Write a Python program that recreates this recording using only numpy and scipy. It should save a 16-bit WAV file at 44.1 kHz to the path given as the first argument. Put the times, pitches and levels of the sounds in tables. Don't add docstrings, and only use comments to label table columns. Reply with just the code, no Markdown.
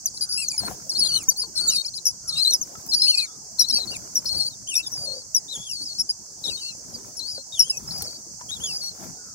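import sys
import numpy as np
from scipy import signal
from scipy.fft import rfft, irfft, next_fast_len
from scipy.io import wavfile
from scipy.ndimage import uniform_filter1d

SR = 44100
rng = np.random.default_rng(int(sys.argv[2]) if len(sys.argv) > 2 else 0)


def materialize(psi):
    bounded = np.clip(np.atleast_2d(psi).T, -1, 1)
    quanta = np.round(bounded * 32767).astype(np.int16)
    wavfile.write(sys.argv[1], SR, quanta)


def ratio(d):
    e = np.asarray(d, float) / 20
    return 10 ** e


N = 411894
SPAN = next_fast_len(N)


def evened(x):
    return x / np.sqrt(np.mean(abs(x) ** 2) + 1e-20)


def read(points, hz):
    f, value = np.transpose(points)
    return np.interp(np.log(hz + 1), np.log(f + 1), value)


def add(mix, start_s, sound):
    part = mix[round(start_s * SR):][:len(sound)]
    part += sound[:len(part)]


def wobble(size):
    return evened(uniform_filter1d(uniform_filter1d(rng.standard_normal(N), size), size))


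def filtered(x, order, hz, kind):
    return signal.sosfilt(signal.butter(order, hz, kind, fs=SR, output="sos"), x)


def ports(x, side, left=1, colour=((1, 0), (2, 0))):
    hz = np.fft.rfftfreq(SPAN, 1 / SR)
    lean = ratio(read(side, hz))
    balance = np.array([lean * left, np.ones(len(lean))]) / np.sqrt((1 + lean ** 2) / 2)
    share = ratio(read(colour, hz)) * balance
    return irfft(rfft(x, SPAN) * share, SPAN)[:, :N]


def noise(shape, same, patchy_db, size):
    hz = np.fft.rfftfreq(size, 1 / SR)
    a, b, c, d, patches = rng.standard_normal((N * 4 // size + 5, len(hz), 5)).T
    patches = uniform_filter1d(patches, size=5, axis=0)
    patches = evened(uniform_filter1d(patches, size=9, axis=1))
    same = np.clip(same / (1 + (hz[:, None] / 600) ** 2), 0, 1)
    first, other = a + 1j * b, c + 1j * d
    z = np.array([first, same * first + np.sqrt(1 - same ** 2) * other])
    z = z * ratio(read(shape, hz)[:, None] + patchy_db * patches)
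    return evened(signal.istft(z, nperseg=size, noverlap=size * 3 // 4)[1][:, :N])


# frequency in Hz, level in dB per Hz.
INSECT_SPECTRUM = [(1500, -76.5), (3700, -106), (4200, -66.5), (4600, -56.5), (6300, -48), (9080, -63.5),
                   (10200, -78), (15500, -94)]


def insects():
    swell_db = 0.7 * wobble(size=9000)
    return noise(INSECT_SPECTRUM, same=0.3, patchy_db=0.3, size=256) * ratio(-41 + swell_db)


# frequency in Hz, level in dB per Hz.
RUSTLE_SPECTRUM = [(18, -45), (40, -3), (162, 0.5), (431, -9), (737, -9.5), (1050, -18.5), (2300, -34),
                   (5500, -23)]
# centre in seconds, length in seconds, rise in dB.
SHIFTS = [(0.681, 0.087, 17.5), (1.074, 0.39, 8), (1.682, 0.06, 7.5), (2.786, 0.34, 8), (3.91, 0.27, 10.5),
          (4.363, 0.13, 9.5), (4.92, 0.15, 7.5), (5.581, 0.033, 10.5), (6.484, 0.091, 9.5),
          (7.013, 0.23, 7.5), (7.95, 0.24, 12.5), (8.652, 0.21, 10), (9.047, 0.099, 13)]


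def twigs():
    t = np.arange(N)[::64] / SR
    effort_db = sum(db * np.exp(-((t - s) / length_s) ** 2) for s, length_s, db in SHIFTS)
    effort_db = effort_db.repeat(64)[:N]
    low_db = effort_db - 53 + 1.25 * wobble(size=500)
    low = noise(RUSTLE_SPECTRUM, same=0.75, patchy_db=4.24, size=1024) * ratio(low_db)

    cracks = (rng.random(N) < 0.08) * ratio(3 * rng.exponential(1, N))
    tail = rng.standard_normal((2, 400)) * np.exp(-np.arange(400) / 60)
    stems = signal.oaconvolve(cracks[None], tail, axes=1)[:, :N]
    crackle = filtered(stems, 3, [800, 1850], "band")
    fine = filtered(stems, 4, 8500, "high")
    flicker_db = 5.5 * wobble(size=350)
    fine = evened(fine) * ratio(-70 + 0.64 * effort_db + flicker_db)
    return low + fine + evened(crackle) * ratio(-72 + 1.38 * effort_db + flicker_db)


# start in seconds, length in seconds, from Hz, to Hz, level in dB. Straight glides
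FADES = [(.173, 0.0058, 4450, 4130, -27.5), (.516, 0.052, 2490, 2215, -41.5),
         (.599, 0.046, 4420, 4240, -30.5), (1.047, 0.011, 4360, 4370, -21),
         (1.058, 0.023, 3900, 4300, -23.5), (1.072, 0.029, 3610, 3010, -33.5),
         (1.154, 0.026, 4370, 3890, -17.5), (1.19, 0.053, 3000, 2070, -41),
         (1.427, 0.037, 4450, 4430, -34.5), (1.683, 0.028, 4390, 4670, -22),
         (1.7, 0.063, 3086, 2430, -34), (1.838, 0.024, 2440, 2200, -50),
         (2.36, 0.049, 2830, 2600, -38.5), (2.518, 0.02, 4060, 3540, -26.5),
         (2.525, 0.038, 2480, 2050, -53.5), (3.2, 0.054, 4470, 4150, -26.5),
         (3.258, 0.026, 4020, 3450, -47), (3.29, 0.077, 3360, 3700, -59),
         (3.762, 0.033, 2690, 2460, -46.5), (4.452, 0.03, 4280, 4030, -33.5),
         (4.5, 0.049, 4420, 3520, -44), (4.83, 0.053, 3970, 3400, -40),
         (5.513, 0.06, 4020, 3175, -29.5), (5.651, 0.079, 3540, 2580, -37.5),
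         (5.948, 0.038, 4540, 4390, -35), (6.439, 0.037, 4010, 3540, -27),
         (6.466, .012, 4740, 3900, -31), (6.661, 0.054, 4380, 4150, -35),
         (7.375, 0.051, 4220, 4260, -38), (7.906, 0.044, 4370, 5150, -33.5),
         (8.637, 0.028, 3390, 3330, -27), (8.67, 0.052, 3140, 2590, -34),
         (8.892, 0.029, 4640, 4100, -38.5),
         (.057, 0.012, 6370, 5480, -21), (0.209, 0.044, 4920, 4830, -22),
              (0.211, 0.022, 4640, 4660, -25), (0.323, 0.042, 5620, 5100, -30.5),
              (0.416, 0.075, 4960, 4150, -30.5), (0.484, 0.017, 6600, 4800, -23.5),
              (0.579, 0.026, 5350, 4640, -22.5), (0.894, 0.019, 5840, 4520, -22),
              (1.299, 0.0064, 6200, 5400, -18), (1.302, 0.027, 4780, 4480, -28.5),
              (1.416, .016, 5050, 4190, -24), (1.696, 0.02, 6660, 5200, -26),
              (1.759, 0.018, 5750, 5000, -28), (1.867, 0.01, 5500, 4700, -33),
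              (1.972, 0.011, 5220, 4030, -27), (2.055, 0.033, 5700, 5020, -19),
              (2.29, 0.013, 5580, 4450, -23.5), (2.522, 0.033, 5800, 5100, -20),
              (2.536, 0.028, 6060, 4930, -19), (2.613, 0.029, 6550, 5370, -29),
              (3.031, 0.024, 5500, 5130, -18.5), (3.594, 0.027, 5740, 4720, -16.5),
              (3.686, 0.011, 6080, 5300, -26), (3.698, 0.018, 5310, 5500, -17.5),
              (3.754, 0.03, 4630, 4490, -18), (3.93, 0.028, 4750, 3520, -37.5),
              (4.155, 0.0144, 5970, 5130, -23), (4.268, 0.021, 4970, 4200, -26.5),
              (4.754, 0.013, 5720, 5200, -16), (4.937, 0.053, 5370, 4750, -32.5),
              (5.347, 0.04, 5930, 5040, -18.5), (5.986, 0.023, 5500, 4760, -22.5),
              (5.997, 0.025, 5590, 5270, -21), (7.193, 0.017, 4470, 3910, -27),
              (7.348, 0.035, 4560, 4340, -35.5), (7.613, 0.028, 5670, 5000, -20.5),
              (7.698, 0.016, 5340, 5100, -15.5), (7.771, 0.017, 6130, 5470, -29),
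              (7.976, 0.037, 4650, 5050, -33.5), (8.822, 0.07, 5550, 5720, -36.5)]
HOLDS = [(.079, 0.0095, 4710, 4570, -35), (.504, 0.016, 4820, 4550, -28),
         (.912, 0.015, 4420, 4300, -29), (.955, 0.027, 3550, 3820, -42),
         (1.002, 0.042, 4720, 4130, -19), (1.108, 0.028, 2810, 2940, -42),
         (1.136, 0.012, 4320, 4380, -20.5), (1.143, 0.047, 3020, 3030, -35),
         (1.558, 0.026, 4360, 4560, -28), (1.616, 0.047, 4550, 4430, -26.5),
         (1.78, 0.039, 4310, 4400, -29.5), (1.879, 0.012, 4400, 4470, -29.5),
         (1.982, 0.0083, 4050, 4050, -33.5), (2.325, 0.024, 4320, 4360, -24),
         (2.449, 0.016, 3955, 4090, -11), (3.08, 0.031, 4410, 4460, -14),
         (3.114, 0.038, 4310, 4400, -25), (3.785, 0.02, 4380, 3870, -28),
         (4.256, 0.01, 4130, 4440, -30), (4.291, 0.04, 4185, 4470, -23),
         (4.324, 0.024, 4350, 4170, -30), (4.346, 0.028, 4210, 4620, -28),
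         (4.365, 0.033, 4300, 4130, -38), (4.397, 0.027, 4270, 4280, -22),
         (4.42, 0.023, 4020, 4310, -33), (4.42, 0.067, 4350, 4670, -28.5),
         (4.674, 0.0132, 2990, 3330, -33.5), (4.688, .056, 3310, 2520, -29),
         (4.741, 0.02, 3700, 3640, -33.5), (6.472, 0.014, 3670, 3350, -29),
         (6.479, 0.019, 3830, 3800, -25), (7.908, 0.019, 3900, 3940, -42.5),
         (8.088, 0.024, 4400, 4550, -38), (8.108, 0.038, 4620, 4510, -40),
         (8.147, 0.024, 4550, 4630, -37.5), (8.49, 0.018, 3210, 3350, -34.5),
         (8.514, 0.021, 3680, 3870, -29.5), (8.538, 0.0059, 3590, 3970, -31.5),
         (8.817, 0.078, 4380, 4390, -31),
         (0.067, 0.0088, 5260, 4640, -30), (0.214, 0.018, 5770, 6200, -46),
              (0.322, 0.061, 4600, 5170, -28), (0.54, 0.011, 4740, 4670, -35),
              (0.928, 0.015, 4860, 5100, -34.5), (0.964, 0.022, 4900, 5000, -35),
              (1.05, 0.026, 4800, 4850, -30), (1.666, 0.014, 4790, 4080, -23.5),
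              (1.717, 0.015, 5400, 5510, -31.5), (1.734, 0.054, 4910, 4260, -23),
              (1.938, 0.032, 4160, 5360, -30), (2.278, 0.014, 5540, 5520, -27),
              (2.506, 0.0075, 5860, 6160, -24), (2.889, 0.026, 5230, 5300, -28),
              (2.936, 0.018, 5580, 5570, -19.5), (2.944, 0.04, 4850, 4770, -23.5),
              (2.984, 0.0097, 4960, 4360, -28), (2.996, 0.029, 4920, 5090, -21),
              (3.037, 0.074, 4830, 4780, -26), (3.013, 0.013, 5060, 5280, -22.5),
              (3.157, 0.038, 5370, 5530, -36), (3.173, 0.037, 4810, 3880, -19),
              (3.904, .022, 4630, 4720, -33), (4.255, 0.026, 5500, 5790, -33.5),
              (4.259, 0.035, 5080, 5370, -29), (4.281, 0.02, 5130, 4970, -45),
              (4.328, 0.031, 5260, 5500, -35), (4.39, 0.048, 4900, 5290, -34.5),
              (4.864, 0.017, 5200, 5030, -28.5), (4.917, 0.026, 5640, 5860, -31),
              (5.692, 0.012, 5440, 5600, -32.5), (6.444, 0.024, 5420, 5560, -33),
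              (7.91, 0.041, 5320, 5430, -40), (7.946, 0.025, 4950, 4850, -34.5),
              (8.04, 0.02, 5200, 5540, -38), (8.061, 0.023, 4630, 4600, -32),
              (8.685, 0.078, 5380, 5300, -35.5), (8.751, 0.034, 5420, 6320, -40.5),
              (8.786, 0.016, 5060, 4880, -36), (8.805, .012, 4900, 4530, -32)]
SWELLS = [(.567, 0.031, 4170, 5500, -40), (.985, 0.02, 5080, 5370, -21), (1.084, 0.062, 4680, 4270, -22),
          (1.286, 0.012, 5920, 5920, -17), (1.39, .02, 4980, 5230, -30), (1.673, 0.02, 7280, 6820, -18.5),
          (1.847, 0.02, 4200, 5480, -29), (2.335, 0.055, 3630, 4000, -29), (2.375, 0.059, 3920, 4340, -20),
          (3.14, 0.014, 3970, 4850, -24), (3.586, 0.039, 4200, 3970, -24.5), (3.63, 0.028, 3870, 4100, -27),
          (4.755, 0.059, 2390, 2730, -33.5), (4.975, 0.088, 4800, 4720, -30.5),
          (5.567, .077, 3250, 3430, -39), (6.497, 0.067, 4760, 4310, -30),
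          (6.607, 0.056, 4600, 4430, -31.5), (7.166, 0.031, 5480, 5530, -32),
          (7.593, 0.019, 5720, 5410, -12), (7.607, 0.08, 2760, 3260, -41.5)]
ARCH_FADES = [(0.375, 0.067, 2630, 2410, -32.5), (0.647, 0.038, 4250, 4150, -28.5),
              (1.552, 0.049, 5370, 4800, -34), (2.057, 0.057, 6050, 4920, -26),
              (2.433, 0.017, 4440, 4400, -23), (2.293, 0.04, 4100, 3600, -28),
              (2.369, 0.034, 4200, 5140, -24.5), (2.464, 0.057, 3970, 4070, -16.5),
              (3.187, 0.069, 2510, 2170, -32.5), (3.602, 0.038, 5740, 5170, -21.5),
              (3.74, 0.061, 5660, 5120, -30), (4.163, 0.029, 5520, 5270, -17.5),
              (4.765, 0.031, 5710, 4820, -18.5), (5.16, 0.07, 4540, 4260, -38.5),
              (6.092, 0.027, 4780, 4700, -21), (6.577, 0.063, 3000, 2580, -46),
              (6.649, 0.084, 2660, 2580, -43), (7.21, 0.17, 3976, 4800, -33),
              (7.523, 0.076, 3780, 2700, -32.5), (7.876, 0.056, 5220, 4780, -34),
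              (8.652, 0.046, 4540, 5100, -34.5)]
ARCH_SWELLS = [
    (.29, 0.033, 4600, 4760, -29.5),
    (3.067, 0.037, 2470, 3170, -30.5),
    (3.662, 0.055, 4250, 4040, -28),
    (3.724, 0.025, 4460, 4840, -19),
    (3.917, 0.051, 2830, 2250, -35.5),
    (4.368, 0.025, 4430, 4350, -25),
    (7.956, 0.064, 5300, 5500, -40),
]
SAGS = [(.212, 0.033, 4430, 4280, -36.5), (.372, 0.069, 4450, 4560, -40.5),
        (.948, 0.033, 4400, 4600, -23.5), (1.576, 0.037, 4270, 4620, -22), (1.686, 0.041, 4010, 4240, -29),
        (1.728, 0.091, 4230, 3860, -32), (2.917, 0.034, 4400, 4430, -20), (3.018, 0.057, 4360, 4390, -20.5),
        (3.115, 0.072, 2930, 2550, -31), (3.712, 0.041, 4050, 4430, -28.5), (3.801, 0.047, 4570, 4040, -28),
        (3.873, 0.032, 4600, 4600, -32.5), (5.056, 0.1, 4450, 4600, -33), (5.731, 0.11, 4760, 4680, -32),
        (5.817, 0.028, 4460, 5380, -36), (5.853, 0.08, 5360, 4370, -33), (6.569, 0.033, 4000, 4040, -33.5),
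        (7.687, .09, 3200, 2550, -43), (7.275, 0.056, 5300, 5620, -34.5), (8.008, 0.04, 4570, 4800, -36.5),
        (8.698, 0.077, 4880, 5020, -32)]
# start in seconds, top pitch in Hz, level in dB.
CHIRPS = [
    (.14, 5240, -38.5),
    (1.034, 3530, -36),
    (1.362, 4880, -28.5),
    (5.483, 4130, -33.5),
    (8.603, 3470, -35),
]
# start in seconds, top pitch in Hz, level in dB.
PEEPS = [
    (5.711, 5730, -33),
    (6.496, 3050, -38.5),
    (6.939, 5360, -34),
    (8.545, 3960, -35.5),
]


def syllables():
    u = np.linspace(0, 1, 12)
    hump = 0.07 * np.sin(np.pi * u)
    fade_db, swell_db, even_db = -9 * u ** 3.6, -5.5 * (1 - u) ** 3.6, 0 * u
    chirp_s, chirp_rise = 0.045, 0.14
    peep_s, peep_drop = 0.036, 0.16
    chirps = [(s, chirp_s, hz * (1 - chirp_rise), hz, db) for s, hz, db in CHIRPS]
    peeps = [(s, peep_s, hz, hz * (1 - peep_drop), db) for s, hz, db in PEEPS]
    kinds = [(FADES, 0, fade_db),
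             (HOLDS, 0, even_db),
             (SWELLS, 0, swell_db),
             (ARCH_FADES, hump, fade_db),
             (ARCH_SWELLS, hump, swell_db),
             (SAGS, -hump, even_db),
             (chirps, hump / 2, swell_db / 2),
             (peeps, -0.75 * hump, fade_db)]
    calls = []
    for rows, bend, shape_db in kinds:
        for s, length_s, from_hz, to_hz, db in rows:
            glide_hz = from_hz + (to_hz - from_hz) * u
            calls.append((s + length_s * u, glide_hz * (1 + bend), db + shape_db))
    return calls


# pitch in Hz, level in dB.
SECOND = [(2600, -7.5), (3300, -6.5), (4000, -19.5), (4500, -17.5), (5000, -14.5), (5800, -9.5)]
# pitch in Hz, level in dB.
THIRD = [(2600, 5), (4400, -11), (5500, -8)]
# time in seconds, lift in dB.
GAPE = [
    (0, 10),
    (3.2, 2),
    (9, 0.5),
]


def whistles():
    flutter, drift, sway, gulp = wobble(size=220), wobble(size=50), wobble(size=450), wobble(size=300)
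    gulp_db, rasp_db = 2.8, 2.5
    voices = np.zeros((2, N))
    for s, hz, db in syllables():
        at = np.arange(round(s[0] * SR) - 90, round(s[-1] * SR) + 130)
        t = at / SR
        own = (at + rng.integers(N)) % N
        pitch = uniform_filter1d(np.interp(t, s, hz), size=len(at) // 8, mode="nearest")
        pitch = pitch * (1 + 0.0025 * drift[own] + 0.00864 * sway[own])
        turn = 2 * np.pi * (np.cumsum(pitch) / SR + rng.random())
        seat, split = rng.standard_normal(2)
        turn = turn + [[0], [0.5 * seat]]

        second_db = read(SECOND, pitch) + np.interp(t, *np.transpose(GAPE))
        second_db += gulp_db * gulp[own] + rasp_db * (drift[own] - 1)
        second_db += 0.038 * (max(db) + 22)
        third_db = second_db + read(THIRD, pitch) + gulp_db * (gulp[own[::-1]] - gulp[own])
        fourth_db = third_db - 5 - (pitch - 2600) / 80
        tone = np.sin(turn) + ratio(second_db) * np.sin(2 * turn) + ratio(third_db) * np.sin(3 * turn)
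        tone += ratio(fourth_db) * np.sin(4 * turn) * (pitch < 3900)

        edge = np.clip(np.minimum(at - at[0], (at[-1] - at) * 1.33) / 130, 0, 1) ** 2
        lean_db = np.array([[1.3], [-1.3]]) * split
        level_db = np.interp(t, s, db) + 2 * flutter[own] + rasp_db / 2 * drift[own[::-1]] + lean_db
        voices[:, at] += np.sqrt(2) * ratio(level_db) * edge * tone
    return voices


def bill_air(voices):
    push = abs(uniform_filter1d(abs(voices[0]), size=900)) ** 0.7
    return ratio(-30) * push * filtered(rng.standard_normal((2, N)), 2, 7000, "high")


def box_echo(voices):
    t = np.arange(1500) / SR
    box = rng.standard_normal((2, 1500)) * ratio(-60 * t / 0.066) * (t > 0.0007)
    box /= np.linalg.norm(box[0])
    return ratio(-14) * signal.oaconvolve(voices, box, axes=1)[:, :N]


# frequency in Hz, left over right in dB.
CHICK_SIDE = [(2600, 12), (3200, 6), (4050, 13), (4900, -1), (5700, 6), (7200, -3), (9200, 5), (12000, 13)]
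# frequency in Hz, lead of left in radians.
CHICK_LEAD = [(2600, -2.6), (4200, -1.8), (5000, -2.6), (5600, -1.6), (6600, -2.6), (11000, -5.4)]
# frequency in Hz, gain in dB.
BOX_COLOUR = [(3700, -3), (4300, -1), (4900, 0), (5600, 0), (6500, 7.5), (7600, -2.5), (9200, 2.5),
              (13000, -4)]


def chicks():
    voices = whistles()
    voices = filtered(voices + 1e-12, 2, 12000, "low") + bill_air(voices)
    left = np.exp(1j * read(CHICK_LEAD, np.fft.rfftfreq(SPAN, 1 / SR)))
    return ports(voices + box_echo(voices), CHICK_SIDE, left, BOX_COLOUR)


# start in seconds, pitch in Hz, level in dB.
FAR = [
    (0.188, 1535, -55.5),
    (1.04, 1386, -52.5),
    (1.53, 1490, -49),
    (2.204, 1386, -53.5),
    (3.185, 1380, -57.5),
    (4.985, 587, -43),
    (5.28, 2090, -65),
    (9.152, 1480, -55),
]


def far_birds():
    out = np.zeros(N)
    for s, hz, db in FAR:
        width_hz, length_s = 0.06 * hz, 0.24
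        u = np.arange(0, 1, 1 / (SR * length_s))
        rough = rng.standard_normal((SR, 2)) @ [1, 1j]
        blur = signal.lfilter([1], [1, -np.exp(-np.pi * width_hz / SR)], rough)[:len(u)]
        glide_hz = hz * (1.03 - 0.18 * u)
        note = evened(blur) * np.exp(2j * np.pi * np.cumsum(glide_hz) / SR)
        add(out, s, ratio(db) * np.sqrt(2) * note.real * np.sin(np.pi * u) ** 0.79)
    return out


# start in seconds, peak in dB, ring in Hz.
KNOCKS = [(0.632, -30, 704), (0.71, -30, 737), (1.437, -40, 1010), (7.379, -34.5, 545), (8.021, -37.5, 797),
          (8.41, -34, 975), (.54, -41.5, 866), (2.752, -37, 1310), (3.782, -39.5, 715), (4.348, -39.5, 574),
          (6.962, -43.5, 486)]


def knocks():
    out, t = np.zeros(N), np.arange(3000) / SR
    for s, db, hz in KNOCKS:
        thud = evened(filtered(rng.standard_normal(3000), 2, [hz / 2, hz * 2], "band"))
        ring = np.sin(2 * np.pi * hz * t) + 0.87 * ratio(-60 * t / 0.039) * thud
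        add(out, s, ratio(db - 60 * t / 0.085) * np.minimum(t / 0.0018, 1) * ring)
    return out


# start in seconds, peak in dB.
TICKS = [(0.8739, -46), (1.2306, -34), (1.372, -29), (2.864, -30), (2.8754, -33), (4.15, -35),
         (4.1584, -34), (4.2453, -35), (4.3844, -33), (4.4548, -42), (4.795, -38), (4.9187, -37)]


def ticks():
    out, t = np.zeros(N), np.arange(3000) / SR
    for s, db in TICKS:
        add(out, s, ratio(db - 7 - 60 * t / 0.016) * np.diff(rng.standard_normal(3003), 3))
    return out


# start in seconds, peak in dB.
SNAPS = [
    (7.9818, -44),
    (8.0216, -33.5),
]


def snaps():
    out, t = np.zeros(N), np.arange(3000) / SR
    for s, db in SNAPS:
        add(out, s, ratio(db + 12 - 60 * t / 0.032) * np.diff(rng.standard_normal(3001)))
    return out


# frequency in Hz, left over right in dB.
AIR_SIDE = [(200, 11), (1000, 5), (2500, 2), (7500, -4), (10000, 6)]


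def scene():
    single = far_birds() + knocks() + ticks() + snaps()
    around = insects() + twigs() + [single, np.roll(single, 9)]
    return chicks() + ports(around, AIR_SIDE)


def band_limit(x):
    return signal.sosfilt(signal.butter(12, 15980, fs=SR, output="sos"), x)


def record(dry):
    treble_cut = signal.firwin(511, 15900, window=("kaiser", 9), fs=SR)
    dry = filtered(dry, 3, 52, "high")
    mix = signal.oaconvolve(dry, treble_cut[None], "same", axes=1)
    return band_limit(mix)


dry = scene()
out = record(dry)
materialize(out)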